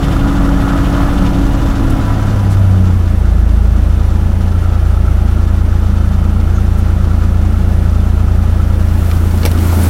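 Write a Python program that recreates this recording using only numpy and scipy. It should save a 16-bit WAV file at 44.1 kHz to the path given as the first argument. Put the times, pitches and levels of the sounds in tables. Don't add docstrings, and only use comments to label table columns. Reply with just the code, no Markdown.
import sys
import numpy as np
from scipy import signal
from scipy.fft import rfft, irfft, next_fast_len
from scipy.io import wavfile
from scipy.ndimage import uniform_filter1d, minimum_filter1d

SR = 44100
rng = np.random.default_rng(int(sys.argv[2]) if len(sys.argv) > 2 else 0)


def transcribe(signal):
    frames = np.atleast_2d(signal).T
    limited = np.clip(frames, -1, 1)
    pcm = np.round(limited * 32767).astype(np.int16)
    wavfile.write(sys.argv[1], SR, pcm)


N = 436149

# time_s, cycle_hz
ENGINE_SPEED = [(0, 12.19), (.4, 12.29), (.7, 12.2), (1, 12.37), (1.35, 12.33), (1.8, 11.95), (2.4, 11.14),
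                (2.7, 10.58), (2.9, 10.09), (3.1, 9.46), (3.3, 9.14), (4.25, 9.3), (4.65, 9.47),
                (5.2, 9.34), (6, 9.33), (8.55, 9.44), (9.89, 9.4)]
SLOW_IDLE_HZ, FAST_IDLE_HZ = 9.35, 12.25
# centre_hz, width_hz, lift_db
CAB_MODES = [(31.7, 3, -9), (52.84, 4.36, 13.5), (95.94, 17, 13.5), (185, 11, 16.3), (204, 17, 8),
             (280, 28, 12.3)]
BOOM_ORDERS = [3, 4, 6, 9, 12]
# slow_idle_db, fast_idle_db, change_at_door_db
BOOM_LEVELS = [(-15.6, -21.5, -6), (-35, -18.7, 1), (-18, -22, -9.5), (-17.2, -26.3, 2.5), (-32, -39, 3)]
# centre_s, half_length_s, change_db
FIRING_SWELLS = [(3.6, .35, 3.5), (4.52, 0.25, -5), (4.9, 0.43, 3.7), (8.2, .9, 1.8)]
HUM_ORDERS = [2, 5, 8, 10, 15, 18, 21, 22.8, 23.25, 24, 27, 36, 39, 42, 46.6, 59.5, 116, 163]
# slow_idle_db, fast_idle_db
HUM_LEVELS = [(-33, -20.5), (-43, -38), (-52, -43), (-45, -41), (-43, -41), (-38, -34), (-36, -48),
              (-46, -31.7), (-37, -70), (-37, -45), (-59, -33), (-44, -52), (-45, -72), (-46.5, -46),
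              (-49, -48), (-58, -44), (-64, -41), (-66, -53)]
# centre_s, half_length_s, change_db
HUM_SWELLS = [(1.95, .3, 4), (2.55, .13, -4), (2.83, .09, 5), (4.6, .3, -4)]
# frequency_hz, density_db
RUMBLE_SLOW_SPECTRUM = [(12, -9), (23, 1), (32, -4), (47, -2), (70, -5.5), (100, -1.5), (140, .3),
                        (195, -1.5), (222, -4), (235, -11.5), (258, -11.5), (305, -5.5), (360, -13.5),
                        (430, -17.5), (600, -58)]
RUMBLE_FAST_SPECTRUM = [(12, -13), (26, 6), (42, 4), (70, -.5), (100, -1.5), (135, 2.5), (165, 1.2),
                        (205, -1), (245, -10), (305, -4), (360, -11.5), (430, -21), (600, -60)]
# frequency_hz, density_db
BLOCK_SPECTRUM = [(250, -31), (380, -1.5), (500, 4.5), (650, 4), (690, 1.5), (760, 3.5), (860, -3),
                  (930, -4.5), (1100, -5.5), (1500, -7.5), (1900, -21.5), (2500, -18.5), (3500, -26.5),
                  (6000, -50)]
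VALVE_SPECTRUM = [(500, -41), (1000, -13.5), (1200, -5.5), (1450, -7), (1650, -17), (2000, -27.5),
                  (3200, -23), (4500, -23), (8000, -27.5)]
AIR_SPECTRUM = [(1500, 15.5), (2800, 11.5), (4000, 4), (5000, -0.5), (6000, 6), (6800, -5), (9000, 4),
                (11500, 2), (13000, 0), (14000, 0), (16000, -5)]
# centre_hz, width_hz, lift_db
PART_MODES = [(850, 45, 6), (985, 26, 7), (1718, 46, 8), (1915, 46, 7), (2172, 22, 6.5), (2890, 45, 3.5),
              (3083, 24, 7.5), (3555, 46, 9)]
CYLINDER_DB = [4, 1.5, 3.2, 3.4, 2, 3.5]
# time_s, level_db
RATTLE_LEVEL = [(0, -33.5), (.1, -35.5), (.25, -41.5), (.55, -42), (.7, -38.5), (1.1, -40), (1.28, -36.5),
                (1.5, -46), (2.1, -47), (3, -65)]
# frequency_hz, density_db
RATTLE_SPECTRUM = [(1200, -12), (2000, -4), (2500, -1), (3150, 2), (3800, -4), (6000, -14), (12000, -20),
                   (16000, -25)]
PANEL_SPECTRUM = [(930, -36), (972, -10), (988, 1), (1004, -14), (1060, -44)]
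RASP_SPECTRUM = [(450, -14), (540, -4), (720, -3), (930, -9), (1080, -3), (1200, 1.5), (1330, 2),
                 (1450, -1), (1540, -2), (1640, -13), (1750, -10), (2100, -20), (3500, -32)]
# centre_s, half_length_s, level_db
RASP_SURGES = [(.5, .55, -27.7), (.73, .07, -30), (1.03, .1, -26.5), (1.24, .05, -31), (1.6, .2, -40),
               (2.1, .33, -33.5)]
# place_in_cycle (0-1), level_db
LOOSE_TAPPETS = [(.675, 0), (.38, -5.5), (.82, -9)]
# time_s, level_db
TAPPET_LEVEL = [(0, -44), (1.5, -43), (2, -39), (2.8, -44), (3.8, -49), (4.35, -47), (4.65, -39),
                (5.5, -40.5), (6, -39.5), (6.6, -38.5), (7.5, -42), (8.1, -40.5), (9.89, -44)]
# centre_s, level_db, half_length_s, pitch_hz, half_width_octaves
BRUSHES = [(1.905, -34, 0.0065, 7000, 0.83), (2.521, -37, 0.021, 5500, 1), (6.568, -46, 0.029, 6450, .08),
           (6.79, -41, .016, 9000, 0.73), (9.836, -24.5, 0.0044, 9800, .08)]
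# time_s, level_db
DOOR_EXPOSURE = [(0, -48), (8.2, -22), (8.6, -21), (8.85, -15.5), (9.07, -9), (9.55, -6.5), (9.63, -2),
                 (9.89, 1.5)]
# frequency_hz, density_db
DOOR_ROAR_SPECTRUM = [(120, -20), (210, 9), (290, 5.5), (380, -1), (500, -10.5), (820, -8.5), (1000, -14),
                      (1350, -14), (1600, -22), (2250, -19), (3200, -39)]
DOOR_HISS_SPECTRUM = [(1000, -13), (2200, 1), (3500, -3), (5000, -4), (7000, -3.5), (10000, -1),
                      (13000, -0.5), (16000, -3)]
# start_s, level_db, body_share_db, t60_s, click_top_hz
KNOCKS = [(9.103, -27, -15, .03, 5000), (9.1135, -16.5, -20, .025, 6500), (9.252, -32, 10, .05, 1500),
          (9.34, -32, 10, .07, 1500), (9.376, -25, -12, .015, 12000), (9.432, -13, 0, .032, 4500),
          (9.4522, -10, 2.5, .04, 13000), (9.4605, -13, 2.5, .024, 12000), (9.472, -20.5, -4, .06, 8000),
          (9.515, -20, -11, .03, 13000), (9.576, -26, -12, .04, 6000), (9.586, -25, -15, .08, 6500),
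          (9.728, -30, 11.5, .11, 2000), (9.786, -30, 11, .06, 2000), (9.862, -32, 10, .06, 2000)]
# frequency_hz, density_db
KNOCK_BODY_SPECTRUM = [(120, 6), (280, 9), (450, 6.5), (900, 6), (1100, -7), (1800, -26), (3000, -29),
                       (8000, -40)]
KNOCK_CLICK_SPECTRUM = [(700, -15), (1700, 0), (2900, 0), (4000, -2.5), (6000, -5), (6700, -14), (8500, -5),
                        (12000, -4), (16000, -3)]
# centre_hz, width_hz, lift_db
TRIM_MODES = [(2230, 200, 5), (2800, 250, 3), (5650, 600, 6), (11600, 600, 6)]
# delay_s, gain
CAB_REFLECTIONS = [(.0013, -0.054), (.0031, -0.084), (.0049, .12), (.0083, .12)]


def from_db(db):
    return 10 ** (np.asarray(db) / 20)


def unit_rms(x):
    return x / np.sqrt(np.mean(x ** 2) + 1e-20)


def curve(rows):
    times_s, values = np.transpose(rows)
    return np.interp(np.arange(N) / SR, times_s, values)


def swells(rows):
    t = np.arange(N) / SR
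    return sum(height * np.exp(-((t - centre_s) / half_s) ** 2) for centre_s, half_s, height in rows)


def by_revs(slow_db, fast_db, revs):
    return slow_db + (fast_db - slow_db) * revs


def drift(rate_hz):
    hop, settle = 100, 1000
    pole = np.exp(-2 * np.pi * rate_hz * hop / SR)
    white = rng.standard_normal(N // hop + settle + 2)
    slow = signal.lfilter([1], [1, -2 * pole, pole * pole], white)[settle:]
    return np.interp(np.arange(N) / hop, np.arange(len(slow)), unit_rms(slow))


def lift(hz, modes):
    return sum(db / (1 + (2 * (hz - centre) / width) ** 2) for centre, width, db in modes)


def colour(x, spectrum, modes=()):
    size = next_fast_len(N, True)
    hz = np.arange(size // 2 + 1) * SR / size + 1e-3
    points_hz, points_db = np.transpose(spectrum)
    db = np.interp(np.log(hz), np.log(points_hz), points_db, left=-100, right=-100)
    shaped = rfft(x, size) * from_db(db + lift(hz, modes))
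    return unit_rms(irfft(shaped, size)[:N])


def noise(spectrum, modes=()):
    return colour(rng.standard_normal(N), spectrum, modes)


def contacts(cycle, regular_db, size=4096):
    pattern = np.interp(cycle % 1 * size, np.arange(size), rng.standard_normal(size))
    return rng.standard_normal(N) + from_db(regular_db) * pattern


def throb(cycle, bank_depth, firing_depth):
    phase = 2 * np.pi * cycle
    return unit_rms(1 + bank_depth * np.cos(3 * phase) + firing_depth * np.cos(6 * phase))


def exhaust_boom(cycle, cycle_hz, revs, at_door):
    out = np.zeros(N)
    for order, (slow_db, fast_db, door_db) in zip(BOOM_ORDERS, BOOM_LEVELS):
        db = by_revs(slow_db, fast_db, revs) + lift(order * cycle_hz, CAB_MODES) + door_db * at_door
        if order == len(CYLINDER_DB):
            db += swells(FIRING_SWELLS)
        out += from_db(db) * np.sin(2 * np.pi * order * cycle)
    return np.sqrt(2) * out


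def engine_hum(cycle, cycle_hz, revs, flutter_db=1.6, shiver_db=.9, waver_turns=.35):
    out = np.zeros(N)
    shared_db = swells(HUM_SWELLS) + shiver_db * revs * drift(14)
    for order, (slow_db, fast_db) in zip(HUM_ORDERS, HUM_LEVELS):
        db = by_revs(slow_db, fast_db, revs) + lift(order * cycle_hz, CAB_MODES)
        db += flutter_db * drift(4.2) + shared_db
        phase = 2 * np.pi * (order * cycle + rng.random()) + waver_turns * drift(3.4)
        out += from_db(db) * np.sin(phase)
    return np.sqrt(2) * out


def exhaust_rumble(cycle, revs):
    slow = np.sqrt(1 - revs) * noise(RUMBLE_SLOW_SPECTRUM)
    fast = np.sqrt(revs) * noise(RUMBLE_FAST_SPECTRUM)
    return (slow + fast) * throb(cycle, bank_depth=.0067, firing_depth=.18)


def block_noise(cycle):
    ringing = colour(contacts(cycle, regular_db=-5), BLOCK_SPECTRUM, PART_MODES)
    return ringing * throb(cycle, bank_depth=.12, firing_depth=.08)


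def valve_clatter(cycle, fade_per_firing=.4, uneven_db=1.7):
    firings = cycle * len(CYLINDER_DB)
    count = firings.astype(int)
    db = np.array(CYLINDER_DB)[count % len(CYLINDER_DB)] + uneven_db * rng.standard_normal(N)[count]
    bursts = from_db(db) * np.exp(-fade_per_firing * (firings % 1))
    return colour(bursts * contacts(cycle, regular_db=-4.5), VALVE_SPECTRUM, PART_MODES)


def rasp(cycle):
    surge = swells([(centre_s, half_s, from_db(db)) for centre_s, half_s, db in RASP_SURGES])
    growl = colour(contacts(cycle, regular_db=-2), RASP_SPECTRUM, PART_MODES)
    return surge * growl * throb(cycle, bank_depth=.2, firing_depth=.3)


def rattle(cycle, place_in_cycle=.54, half_length_cycles=.24):
    offset = (cycle - place_in_cycle + .5) % 1 - .5
    burst = unit_rms(np.exp(-(offset / half_length_cycles) ** 2))
    return from_db(curve(RATTLE_LEVEL)) * burst * noise(RATTLE_SPECTRUM, PART_MODES)


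def tappets(cycle, contacts_per_tick=3, spread_cycles=.024, uneven_db=1.3, chatter_db=-4):
    ticks = np.zeros(N)
    cycle_starts = np.arange(int(cycle[-1]))[:, None]
    for place, db in LOOSE_TAPPETS:
        scatter = spread_cycles * rng.standard_normal((len(cycle_starts), contacts_per_tick))
        at = np.minimum(np.searchsorted(cycle, cycle_starts + place + scatter), N - 1)
        ticks[at] += from_db(db + uneven_db * rng.standard_normal(cycle_starts.shape))
    cover = signal.butter(2, [1265, 1395], "band", fs=SR, output="sos")
    pings = unit_rms(signal.sosfilt(cover, ticks))
    chatter = unit_rms(signal.sosfilt(cover, rng.standard_normal(N)))
    return from_db(curve(TAPPET_LEVEL)) * unit_rms(pings + from_db(chatter_db) * chatter)


def singing_panel(revs, full_at_revs=.55):
    drive = np.minimum(revs / full_at_revs, 1)
    return from_db(by_revs(-57, -40.8, drive)) * noise(PANEL_SPECTRUM)


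def air_hiss(revs, flicker_db=.8):
    return from_db(by_revs(-41.5, -38, revs) + flicker_db * drift(16)) * noise(AIR_SPECTRUM, PART_MODES)


def sleeve_brushes():
    out = np.zeros(N)
    for centre_s, db, half_s, hz, octaves in BRUSHES:
        span = np.arange(int((centre_s - 3 * half_s) * SR), int((centre_s + 3 * half_s) * SR))
        edges_hz = np.clip([hz / 2 ** octaves, hz * 2 ** octaves], 100, .45 * SR)
        band = signal.butter(2, edges_hz, "band", fs=SR, output="sos")
        friction = unit_rms(signal.sosfilt(band, rng.standard_normal(len(span))))
        out[span] += from_db(db) * np.exp(-((span / SR - centre_s) / half_s) ** 2) * friction
    return out


def door_roar(exposure_db, follow_share=.93):
    return from_db(-20.5 + follow_share * exposure_db) * noise(DOOR_ROAR_SPECTRUM)


def door_hiss(exposure_db, flicker_db=.8):
    return from_db(-31 + exposure_db + flicker_db * drift(21)) * noise(DOOR_HISS_SPECTRUM)


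def door_knocks(click_db=-2.5):
    t, out = np.arange(N) / SR, np.zeros(N)
    body = noise(KNOCK_BODY_SPECTRUM)
    click = from_db(click_db) * noise(KNOCK_CLICK_SPECTRUM, TRIM_MODES)
    for start_s, db, body_db, t60_s, top_hz in KNOCKS:
        at = int(start_s * SR)
        contact = signal.sosfilt(signal.butter(2, top_hz, fs=SR, output="sos"), click[at:])
        decay = from_db(db - 60 * t[:N - at] / t60_s)
        out[at:] += decay * (from_db(body_db) * body[at:] + contact)
    return out


def cab_reflections(x):
    n = np.arange(N)
    return x + sum(gain * np.interp(n - delay_s * SR, n, x, left=0) for delay_s, gain in CAB_REFLECTIONS)


def scene():
    cycle_hz, exposure_db = curve(ENGINE_SPEED), curve(DOOR_EXPOSURE)
    cycle = np.cumsum(cycle_hz) / SR
    revs = np.clip((cycle_hz - SLOW_IDLE_HZ) / (FAST_IDLE_HZ - SLOW_IDLE_HZ), 0, 1)
    engine = exhaust_boom(cycle, cycle_hz, revs, at_door=from_db(exposure_db))
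    engine += engine_hum(cycle, cycle_hz, revs)
    engine += from_db(by_revs(-22.6, -15.8, revs)) * exhaust_rumble(cycle, revs)
    engine += from_db(by_revs(-32.5, -26, revs)) * block_noise(cycle)
    clatter = valve_clatter(cycle)
    engine += from_db(by_revs(-38.5, -32, revs)) * clatter
    engine += from_db(-38 + exposure_db) * clatter
    engine += rasp(cycle) + rattle(cycle) + tappets(cycle) + singing_panel(revs)
    engine += door_roar(exposure_db)
    nearby = air_hiss(revs) + door_hiss(exposure_db) + door_knocks() + sleeve_brushes()
    return (engine + cab_reflections(nearby))[None]


def record(dry):
    ceiling, window_samples, top_hz = .95, 221, 15850
    heard = signal.sosfilt(signal.butter(1, 15, "high", fs=SR, output="sos"), dry)
    allowed = ceiling / np.maximum(np.abs(heard), ceiling)
    gain = uniform_filter1d(minimum_filter1d(allowed, window_samples), window_samples)
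    return signal.sosfilt(signal.ellip(10, .1, 80, top_hz, fs=SR, output="sos"), heard * gain)


dry = scene()
out = record(dry)
transcribe(out)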